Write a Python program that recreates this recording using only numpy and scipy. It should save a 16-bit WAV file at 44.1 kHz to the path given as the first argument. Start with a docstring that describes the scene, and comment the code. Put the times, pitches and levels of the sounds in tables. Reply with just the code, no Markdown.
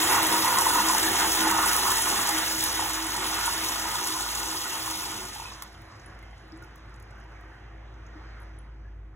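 """Tiled restroom: a pressure-flush toilet empties below a hand-held phone. Churning water rings the
bowl and stall air, rim jets spray and splash (shaped noise), a thin tone sings in the supply pipe.
The flow dies; drops tick (noise bursts) and plop (gliding sines) while the trap refills over a pipe hum.
Two microphone ports hear the treble alike but slightly apart in time."""
import sys
import numpy as np
from scipy import signal
from scipy.fft import rfft, irfft, next_fast_len
from scipy.io import wavfile
from scipy.ndimage import uniform_filter1d, map_coordinates

SR = 44100
rng = np.random.default_rng(int(sys.argv[2]) if len(sys.argv) > 2 else 0)


def store_wav(level_fs):
    """Save 16-bit WAV to argv[1]."""
    pcm = np.round(np.clip(np.atleast_2d(level_fs), -1, 1) * 32767)
    wavfile.write(sys.argv[1], SR, pcm.T.astype(np.int16))


N = 403515
T = np.arange(N) / SR
VALVE_SHUT_S = 5.78

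# air modes of the tiled stall: pitch_hz, width_hz, peak_density_db (relative)
STALL_MODES = [(203.5, 9.8, -12.5), (264, 15.7, -14), (321.7, 14, -7), (376.6, 18, -8.5),
               (461, 16.6, -16.5), (508.3, 19, -14), (596, 80, -24), (712, 34, -14.5)]


def undb(db):
    """Decibels to amplitude factor."""
    return np.exp(np.asarray(db) * (np.log(10) / 20))


def unit(x):
    """Scale to RMS 1."""
    return x / np.sqrt(np.mean(x ** 2))


def noise():
    """White noise, the raw turbulence."""
    return rng.standard_normal(N)


def curve(table):
    """Columns joined by straight lines in time."""
    s, *columns = np.transpose(table)
    return [np.interp(T, s, c) for c in columns]


def walk(rate_hz):
    """Random levels held 1 / rate s and smoothed twice; spread 1."""
    hold = int(SR / rate_hz)
    steps = np.repeat(rng.standard_normal(N // hold + 1), hold)
    slewed = uniform_filter1d(uniform_filter1d(steps, hold), hold)[:N]
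    return slewed / slewed.std()


def band(x, hz, octaves):
    """Steep band-pass around a centre."""
    lo_hz = hz * 2 ** (-octaves / 2)
    hi_hz = min(hz * 2 ** (octaves / 2), .45 * SR)
    return signal.sosfilt(signal.butter(3, [lo_hz, hi_hz], "band", fs=SR, output="sos"), x)


def ring(x, hz, width_hz):
    """One resonance, gain 1 at its centre."""
    return signal.lfilter(*signal.iirpeak(hz, hz / width_hz, SR), x)


def gusts(rate_hz, spread_db, fall_s):
    """dB bumps of small random splashes: quick rise, slower fall."""
    when, size = rng.random((int(rate_hz * N / SR), 2)).T
    hits = np.zeros(N)
    hits[(when * N).astype(int)] = undb(spread_db * np.minimum(-np.log(1 - size), 3.5))
    energy = signal.lfilter([1], [1, -np.exp(-1 / (fall_s * SR))], hits)
    return 10 * np.log10(1 + uniform_filter1d(energy, SR // 300))


def patchy(spectrum, shared_db, own_db, own_rate_hz, spit_hz=0, tilt_db=0):
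    """Third-octave bands of noise; each flickers and can spit alone on top of a shared swell."""
    hz, density_db = np.transpose(spectrum)
    out = np.zeros(N)
    for f in hz[0] * 2 ** np.arange(0, np.log2(hz[-1] / hz[0]), 1 / 3):
        level_db = np.interp(np.log(f), np.log(hz), density_db)
        level_db += 10 * np.log10(f)  # density to band power
        level_db = level_db + own_db * walk(own_rate_hz)
        level_db += tilt_db * np.log2(max(f, 4500) / 7000)  # dB per octave, flat below 4.5 kHz
        if spit_hz:
            level_db += gusts(spit_hz, 3.8, 0.005)
        out += undb(level_db + shared_db) * unit(band(noise(), f, 1 / 3))
    return unit(out)


def modes(table, flicker_db, rate_hz):
    """Air modes, each shaken by its own unsteady noise."""
    out = np.zeros(N)
    for hz, width_hz, db in table:
        tone = unit(ring(noise(), hz, width_hz)) * np.sqrt(width_hz)  # level is per Hz at the peak
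        out += undb(db + flicker_db * walk(rate_hz)) * tone
    return unit(out)


def bubbles(rate_hz, low_hz, octaves, cycles, spread_db):
    """Random bubbles: short fading sines that glide up, each with its own random pitch and loudness."""
    out, t = np.zeros(N + SR), np.arange(SR // 20) / SR
    for when, pitch, softness in rng.random((int(rate_hz * N / SR), 3)):
        hz = low_hz * 2 ** (octaves * pitch)
        age = t * hz / cycles
        shape = np.minimum(4 * age, 1) * np.exp(-2.5 * age)
        tone = np.sin(2 * np.pi * hz * t * (1 + 0.053 * age)) * shape
        out[int(when * N):][:len(t)] += undb(-spread_db * softness) * tone
    return unit(out[:N])


def flush():
    """Churning water drives bowl and stall air; the rim jets break into spitting spray."""
    # flow of the flush: start_s, churn_db (before part offsets), rim_spray_db, stall_boom_db
    flow = [(0.0, -26.5, -24, -36.5), (0.25, -29.5, -25.5, -37.5), (0.6, -27, -25.5, -37.5),
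            (0.9, -32.5, -25.5, -38), (1.05, -27.5, -24.5, -34), (1.2, -25, -26, -35.5),
            (1.4, -31, -25, -37.5), (1.48, -29.5, -29, -37), (1.68, -30, -25, -39),
            (2.0, -35.5, -26.5, -39.5), (2.22, -28.5, -28, -41), (2.5, -36, -27, -44),
            (2.8, -30.5, -29.5, -44), (3.0, -36, -31.5, -46), (3.45, -32.5, -30, -45),
            (4.4, -42, -31.5, -45.5), (4.9, -36.5, -31.5, -48.5), (5.05, -40, -34.5, -46),
            (5.22, -46, -38, -45.5), (5.4, -51, -41, -53), (5.5, -46, -47, -53.5), (5.6, -49, -53, -63),
            (5.95, -68, -79, -77)]
    # lumps of the gurgle in the bowl: start_s, level_db (before offset)
    lumps = [(0.0, -29.5), (0.08, -36), (0.11, -25), (0.14, -26), (0.17, -25), (0.3, -29), (0.34, -25),
             (0.39, -29.5), (0.59, -22.5), (0.64, -31), (0.67, -24), (0.73, -28), (0.76, -22),
             (0.84, -28.5), (0.89, -26), (1.08, -41), (1.23, -26), (1.28, -35.5), (1.45, -29), (1.46, -27),
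             (1.59, -26.5), (1.65, -27), (1.74, -32), (1.92, -26.5), (2.04, -38), (2.06, -31.5),
             (2.39, -32), (2.4, -42), (2.74, -42.5), (2.81, -27.5), (2.82, -33.5), (2.96, -41),
             (3.46, -33.5), (3.49, -29.5), (3.52, -37.5), (4.12, -35.5), (4.38, -40.5), (4.41, -36.5),
             (4.63, -41.5), (4.71, -36.5), (4.82, -47), (4.87, -38), (5.47, -47), (5.53, -49.5),
             (5.56, -50.5), (5.67, -50), (5.72, -62), (5.95, -71.5)]
    # broad wash: pitch_hz, density_db (relative, per Hz)
    wash_spectrum = [(450, -16.5), (600, -18), (800, -3), (950, -5), (1200, -8.5), (1600, -9), (1950, -6),
                     (2350, -12.5), (3300, -11.5), (4000, -13.5)]
    # air modes of the bowl: pitch_hz, width_hz, peak_density_db (relative)
    bowl_modes = [(879, 31, -4), (966, 16, -5.5), (951, 42, 2.5), (1013, 21, -2), (1115, 70, -22),
                  (1253, 37, 2.5), (1274, 25, -3.5), (1439, 37, 2), (1757, 31, -4), (1936, 67, -3),
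                  (2716, 31, -5.5)]
    # rim spray before dulling: pitch_hz, density_db (relative, per Hz)
    spray_spectrum = [(1500, -20), (2700, -3), (3500, -2), (4500, -1), (5500, 0), (7000, -1), (8700, -1),
                      (11000, -3), (13000, -6), (16000, -9)]
    wash_offset_db, drain_offset_db, gurgle_offset_db = -1.35, -23, -0.5
    dulling = .33  # dB per octave of treble lost for each dB that the spray weakens
    valve_fade_s = 0.17

    churn_db, spray_db, boom_db = curve(flow)
    mean_db = uniform_filter1d(churn_db, SR // 2)  # the broad wash follows only the mean flow
    wash = patchy(wash_spectrum, 1.2 * walk(20) + gusts(60, 3.1, 0.0063), 1.4, 18)
    wash *= undb(mean_db + wash_offset_db)

    bowl_air = undb(1.3 * walk(16) + gusts(30, 2.8, 0.008)) * modes(bowl_modes, 2.4, 14)
    gurgle = unit(bowl_air + bubbles(90, 780.7, 0.512, 9.7, 11.5))
    gurgle *= undb(curve(lumps)[0] + gurgle_offset_db)

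    drain = undb(2.8 * walk(8)) * unit(band(noise(), 100, 0.78))  # the waste pipe rumbles
    drain *= undb(churn_db + drain_offset_db)

    tilt_db = dulling * (np.maximum(spray_db, -45.5) + 28.5)
    spray_swell_db = gusts(70, 2.2, 0.003) + 0.6 * walk(13)
    spray = patchy(spray_spectrum, spray_swell_db, 0.7, 30, spit_hz=45, tilt_db=tilt_db)
    spray *= undb(spray_db)

    boom = undb(boom_db + 1.36 * walk(11)) * modes(STALL_MODES, 1.1, 9.8)
    stop = np.clip((VALVE_SHUT_S - T) / valve_fade_s, 0, 1)
    return stop * (wash + gurgle + drain + spray + boom)


def pipe_tone():
    """Supply pipe: a thin sine whose pitch and level waver at random around a level curve."""
    # start_s, rms_db
    tone_levels = [(0.0, -38), (0.11, -57), (0.19, -35), (0.65, -44), (0.81, -36), (1.11, -50), (1.28, -38),
                   (1.34, -57.5), (1.39, -35.5), (1.54, -34.5), (1.73, -50), (1.79, -37), (1.85, -52),
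                   (2.3, -50), (2.35, -38), (2.42, -50), (2.63, -41), (2.74, -52.5), (3.07, -38.5),
                   (3.13, -82), (3.27, -44.5), (3.54, -55), (3.57, -42.5), (4.07, -74), (4.1, -45.5),
                   (4.41, -70), (4.51, -46), (5.54, -65.5), (5.6, -68), (9.15, -68)]
    centre_hz, wander_hz = 319.7, 2.62
    phase = 2 * np.pi * np.cumsum(centre_hz + wander_hz * walk(30)) / SR
    return np.sqrt(2) * undb(curve(tone_levels)[0] + 1.755 * walk(17)) * np.sin(phase)


def rumble():
    """Pipe hum, a sine slightly unsteady in pitch, over low noise of ventilation air."""
    # pipe hum: start_s, rms_db
    hum_levels = [(0.0, -54.5), (0.2, -60), (0.36, -67.5), (0.74, -48.5), (2.16, -48.5), (2.21, -54),
                  (2.93, -47.5), (3.9, -49), (4.15, -61), (4.21, -49), (4.46, -45), (4.51, -56),
                  (5.17, -56.5), (5.25, -49), (5.78, -52), (6.01, -62), (6.06, -50), (6.3, -46),
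                  (6.47, -51), (7.47, -45), (7.54, -52), (7.65, -46), (9.05, -41.5), (9.15, -48)]
    # ventilation: pitch_hz, density_db (relative, per Hz)
    air_spectrum = [(30, -21), (45, -7), (70, -5.5), (90, -0.5), (122, -4), (150, -14.5), (200, -14.5),
                    (400, -28)]
    hum_hz, air_db = 54.1, -52
    phase = 2 * np.pi * np.cumsum(hum_hz + 0.47 * walk(2.9)) / SR
    hum = np.sqrt(2) * undb(curve(hum_levels)[0]) * np.sin(phase)
    return hum + undb(air_db) * patchy(air_spectrum, 0.98 * walk(2.4), 1.25, 5.8)


def plops():
    """Each trapped bubble starts sharply and rings as a fading sine that glides up a little."""
    # bubbles and plops: start_s, peak_db (before decay), pitch_hz, t60_s
    plop_rows = [(0.101, -16, 910, 0.049), (0.166, -15, 870, 0.049), (0.2, -16, 870, 0.059),
                 (0.298, -22.5, 926, 0.037), (0.325, -12, 930, 0.04), (0.34, -12, 961, 0.055),
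                 (0.446, -15, 900, 0.037), (0.475, -13.5, 1020, 0.037), (0.505, -15.5, 991, 0.037),
                 (0.523, -14.5, 920, 0.045), (0.582, -15, 940, 0.044), (0.652, -17, 1010, 0.04),
                 (0.666, -17, 915, 0.04), (0.693, -19, 950, 0.04), (0.755, -17.5, 940, 0.055),
                 (0.783, -14, 1020, 0.04), (0.879, -15.5, 1000, 0.047), (0.897, -14, 1050, 0.044),
                 (0.949, -14.5, 880, 0.04), (1.225, -20.5, 880, 0.037), (1.452, -21.5, 961, 0.031),
                 (1.47, -12.5, 872, 0.051), (1.564, -16.5, 880, 0.04), (1.631, -19.5, 1090, 0.052),
                 (1.659, -20, 894, 0.048), (1.782, -21, 1040, 0.035), (1.895, -21, 960, 0.052),
                 (2.794, -13.5, 952, 0.033), (3.388, -26, 980, 0.04), (3.478, -12.5, 923, 0.03),
                 (3.853, -22, 950, 0.045), (4.913, -25, 926, 0.04), (5.519, -33, 1110, 0.04),
                 (5.584, -42, 953, 0.034), (5.658, -42, 880, 0.04), (6.329, -41, 778, 0.04),
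                 (7.437, -45, 1210, 0.04), (4.6543, -28, 1440, 0.044), (6.4103, -47, 1570, 0.05),
                 (7.1247, -48, 1470, 0.05), (7.1696, -46, 1540, 0.05), (7.204, -48, 1690, 0.05),
                 (7.3694, -47, 1700, 0.05), (7.5188, -47, 1730, 0.05), (5.324, -40, 1970, .04),
                 (5.359, -33, 864, .05), (5.398, -23, 900, .025), (5.42, -32, 900, .04),
                 (5.453, -26, 1000, 0.023), (5.457, -30, 2540, .04), (5.622, -28, 1100, 0.02),
                 (6.226, -44, 2070, 0.073), (6.332, -49, 2060, .07), (6.6225, -36, 1424, 0.031),
                 (8.852, -53, 1670, .16), (6.525, -39, 312.5, .3), (8.154, -38.5, 305, 0.15),
                 (8.25, -50, 318, .2), (8.83, -52, 200, .2)]
    rise_cycles, glide_per_s = 1.5, 0.54  # pitch climbs by twice the glide, as a fraction per second
    out, t = np.zeros(N + SR), np.arange(SR // 4) / SR
    for s, db, hz, t60_s in plop_rows:
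        shape = undb(db) * np.minimum(t * hz / rise_cycles, 1) * 1000 ** (-t / t60_s)
        out[int(s * SR):][:len(t)] += shape * np.sin(2 * np.pi * hz * (t + glide_per_s * t ** 2))
    return out[:N]


def ticks():
    """Each splash or drop on porcelain is a broad snap plus a longer burst of fizz in one band."""
    # splashes and drops: start_s, fizz_peak_db, centre_hz, width_octaves
    tick_rows = [(0.267, -15, 9900, .9), (0.5848, -11.5, 7250, 0.92), (0.609, -13, 8600, 1.5),
                 (0.885, -11.5, 6900, 1), (0.98, -11.5, 8000, 0.99), (1.511, -16.5, 6520, 0.79),
                 (1.7633, -15, 10100, 0.89), (2.0207, -15, 7800, 1.1), (2.289, -15, 9030, 1.2),
                 (2.3814, -17, 9200, 1.4), (2.637, -13, 9700, 1.3), (2.932, -18.5, 7900, 1.2),
                 (3.535, -19.5, 8900, 0.55), (4.0446, -23.5, 7300, .8), (4.071, -18, 7620, 1.2),
                 (4.316, -25, 9300, 1.5), (5.3293, -35, 6360, 1), (5.399, -30, 4970, 1.4),
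                 (5.407, -42, 2500, .3), (5.468, -38, 3300, 0.52), (5.499, -35, 3800, 0.38),
                 (5.5345, -36, 5400, 0.82), (5.6011, -47, 7560, 0.72), (5.621, -24, 6000, 3.6),
                 (5.6315, -35, 10860, 0.55), (5.6735, -46, 6070, .5), (5.7274, -49.5, 7500, 1.5),
                 (5.747, -44, 3300, .4), (5.8166, -44, 9700, 2.1), (5.9603, -53, 7100, .9),
                 (5.9957, -45, 5600, .55), (6.059, -41, 9500, 0.25), (6.1255, -63, 8000, 1.2),
                 (6.1479, -61, 6420, .8), (6.1887, -50, 6500, 1.7), (6.225, -56, 10500, 1.1),
                 (6.307, -58, 7810, 0.83), (6.3788, -54, 7500, 0.7), (6.4782, -59, 8900, 1.6),
                 (6.52, -45, 5160, 0.27), (6.5719, -51, 8700, .55), (6.6232, -47, 7000, 2.5),
                 (6.6347, -47.5, 5830, 0.4), (6.6432, -49, 11200, .8), (6.7564, -46, 10100, 1.4),
                 (6.778, -56, 8500, .9), (6.8932, -57.5, 8600, .6), (6.94, -47, 5860, 1.3),
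                 (6.959, -54, 8100, .9), (6.9984, -48, 8500, 1.5), (7.0233, -48, 8200, 1.3),
                 (7.107, -51, 6300, 1.3), (7.18, -61, 13000, .5), (7.1995, -55.5, 7800, 1),
                 (7.238, -61, 10300, .4), (7.408, -59, 9000, 1.4), (7.5981, -66, 6330, .6),
                 (7.9393, -58, 5600, 0.43), (8.064, -50, 6070, .4), (8.3997, -52, 10230, .55),
                 (8.4167, -55, 10200, .4), (8.4281, -54, 9860, 0.37), (8.586, -43, 9700, 0.2)]
    fizz_t60_s, snap_t60_s, snap_db = 0.024, 0.0043, -11  # snap level is against the fizz
    out, t = np.zeros(N + SR), np.arange(SR // 10) / SR
    for s, db, hz, octaves in tick_rows + spatter():
        water = rng.standard_normal(len(t)) * np.minimum(t / 0.002, 1)  # 2 ms rise
        fizz = band(water * 1000 ** (-t / fizz_t60_s), hz, octaves)
        snap = band(water * 1000 ** (-t / snap_t60_s), 6000, 3.5)
        burst = fizz / np.abs(fizz).max() + undb(snap_db) * snap / np.abs(snap).max()
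        out[int(s * SR):][:len(t)] += undb(db) * burst
    return out[:N]


def refill():
    """A thin bubbling trickle, a burble ringing the trap, foam that fizzes out, and stall air."""
    # refill: start_s, trickle_db, trap_burble_db (both before their added bubbles)
    refill_levels = [(5.6, -54, -68), (5.75, -53.5, -74), (6.3, -54, -75), (6.5, -54, -66),
                     (6.85, -54, -70.5), (7.1, -55.5, -59), (7.35, -53.5, -59.5), (7.6, -55, -62),
                     (8.0, -54.5, -74), (8.08, -53.5, -58), (8.25, -51.5, -57), (8.42, -53, -60),
                     (8.62, -59, -73.5), (9.15, -65, -78.5)]
    # trickle: pitch_hz, density_db (relative, per Hz)
    trickle_spectrum = [(450, -3), (750, 0), (1200, -1), (1750, -1.5), (2200, -6), (2800, -11), (3500, -16),
                        (4500, -18), (5600, -19), (7000, -32), (8700, -35), (12000, -44)]
    # air modes of the trap: pitch_hz, width_hz, peak_density_db (relative)
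    trap_modes = [(1238, 114, 0), (1560, 92, 1), (1890, 25, 4), (2080, 110, -11), (1700, 47, -1)]
    # foam left by the flush: pitch_hz, density_db (relative, per Hz)
    fizz_spectrum = [(3200, -1), (4500, 4), (5600, 2), (7300, -11), (8900, -5), (11000, -11), (16000, -23)]
    fizz_db, fizz_fall_db_per_s = -58.5, 10  # level at 5.5 s, then falling
    boom_db, boom_fade_db, boom_fade_start_s, boom_fade_length_s = -58.5, 4, 8.4, .3

    trickle_db, burble_db = curve(refill_levels)
    trickle = patchy(trickle_spectrum, 0.6 * walk(6.2), 1.7, 16)
    trickle += undb(-9) * bubbles(140, 700, 1.58, 13, 18)
    burble = modes(trap_modes, 3.8, 14) + undb(-5.5) * bubbles(70, 1303, 0.747, 24, 17)

    fizz = patchy(fizz_spectrum, gusts(35, 4.2, 0.004) + 1.2 * walk(17), 2.2, 20, spit_hz=24)
    fizz *= undb(fizz_db - fizz_fall_db_per_s * (T - 5.5))

    # the stall air quietens as the trickle stops
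    fade_db = boom_fade_db * np.clip((T - boom_fade_start_s) / boom_fade_length_s, 0, 1)
    boom = undb(boom_db - fade_db + 0.67 * walk(7)) * modes(STALL_MODES, 0.6, 5.8)

    start = np.clip((T - 5.3) / 0.18, 0, 1)
    return start * (undb(trickle_db) * trickle + undb(burble_db) * burble + fizz + boom)


def spatter():
    """Tick rows for many small drops off the rim after the valve shuts, weaker as the bowl dries."""
    rate_hz, length_s = 22, 2.5
    top_db, fall_db_per_s, spread_db = -57, 6, 10
    when, softness, pitch, wide = rng.random((int(rate_hz * length_s), 4)).T
    late_s = length_s * when
    db = top_db - fall_db_per_s * late_s - spread_db * softness
    return list(zip(VALVE_SHUT_S + late_s, db, 5000 * 2 ** (1.4 * pitch), .3 + wide))


def tiles(x, room_db):
    """Direct sound plus a dense fading tail from the tiled walls, duller than the direct sound."""
    t60_s = 0.29
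    t = np.arange(SR // 2) / SR
    tail = rng.standard_normal(len(t)) * 1000 ** (-t / t60_s) * (t > .004)
    tail = signal.sosfilt(signal.butter(1, 5000, fs=SR, output="sos"), tail)
    return x + undb(room_db) * signal.fftconvolve(x, tail / np.linalg.norm(tail))[:N]


def ports(x):
    """The right port hears a lagging copy mixed with a scattered one."""
    # the two ports: pitch_hz, likeness (0-1), right_lag_rad, left_minus_right_db
    port_rows = [(60, 1, 0, 0), (250, .98, -.15, 1.2), (500, .8, -.6, -.5), (680, .3, 0, -2),
                 (900, .9, -.5, -2.5), (1300, .8, -.3, -1), (1900, .78, .3, -2.2), (2400, .4, 1.3, -3),
                 (3100, .6, 1.3, -2), (3700, .87, 1.9, 0), (4300, .998, 2.55, 0)]
    treble_lag_s = 0.0002382  # above the last row the lag grows as a plain delay
    size = next_fast_len(N + SR)
    f = np.arange(size // 2 + 1) * SR / size
    hz, *columns = np.transpose(port_rows)
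    like, lag_rad, pan_db = (np.interp(f, hz, c) for c in columns)
    lag_rad = lag_rad + 2 * np.pi * treble_lag_s * np.maximum(f - hz[-1], 0)
    # many paths of unlike length: a new phase every 20 Hz, colour kept
    turns = rng.standard_normal(SR // 40 + 2)
    scatter = np.exp(3j * map_coordinates(turns, [f / 20], order=3))
    mix = like * np.exp(-1j * lag_rad) + np.sqrt(1 - like ** 2) * scatter
    spectrum = rfft(x, size)
    left = spectrum * undb(pan_db / 2)
    right = spectrum * undb(-pan_db / 2) * mix
    return irfft([left, right], size)[:, :N]


def scene():
    """Single splashes and bubbles echo off the tiles; the steady rush already carries room modes."""
    steady = flush() + pipe_tone() + rumble() + refill()
    single = tiles(plops(), room_db=-15) + tiles(ticks(), room_db=-11)
    return ports(steady + single)


def record(dry):
    """Each microphone adds its own faint hiss; the phone cuts the top steeply."""
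    hiss_db, top_hz = -89, 15750
    hiss = undb(hiss_db) * rng.standard_normal(dry.shape)
    return signal.sosfilt(signal.ellip(12, .2, 80, top_hz, fs=SR, output="sos"), dry + hiss)


dry = scene()
out = record(dry)
store_wav(out)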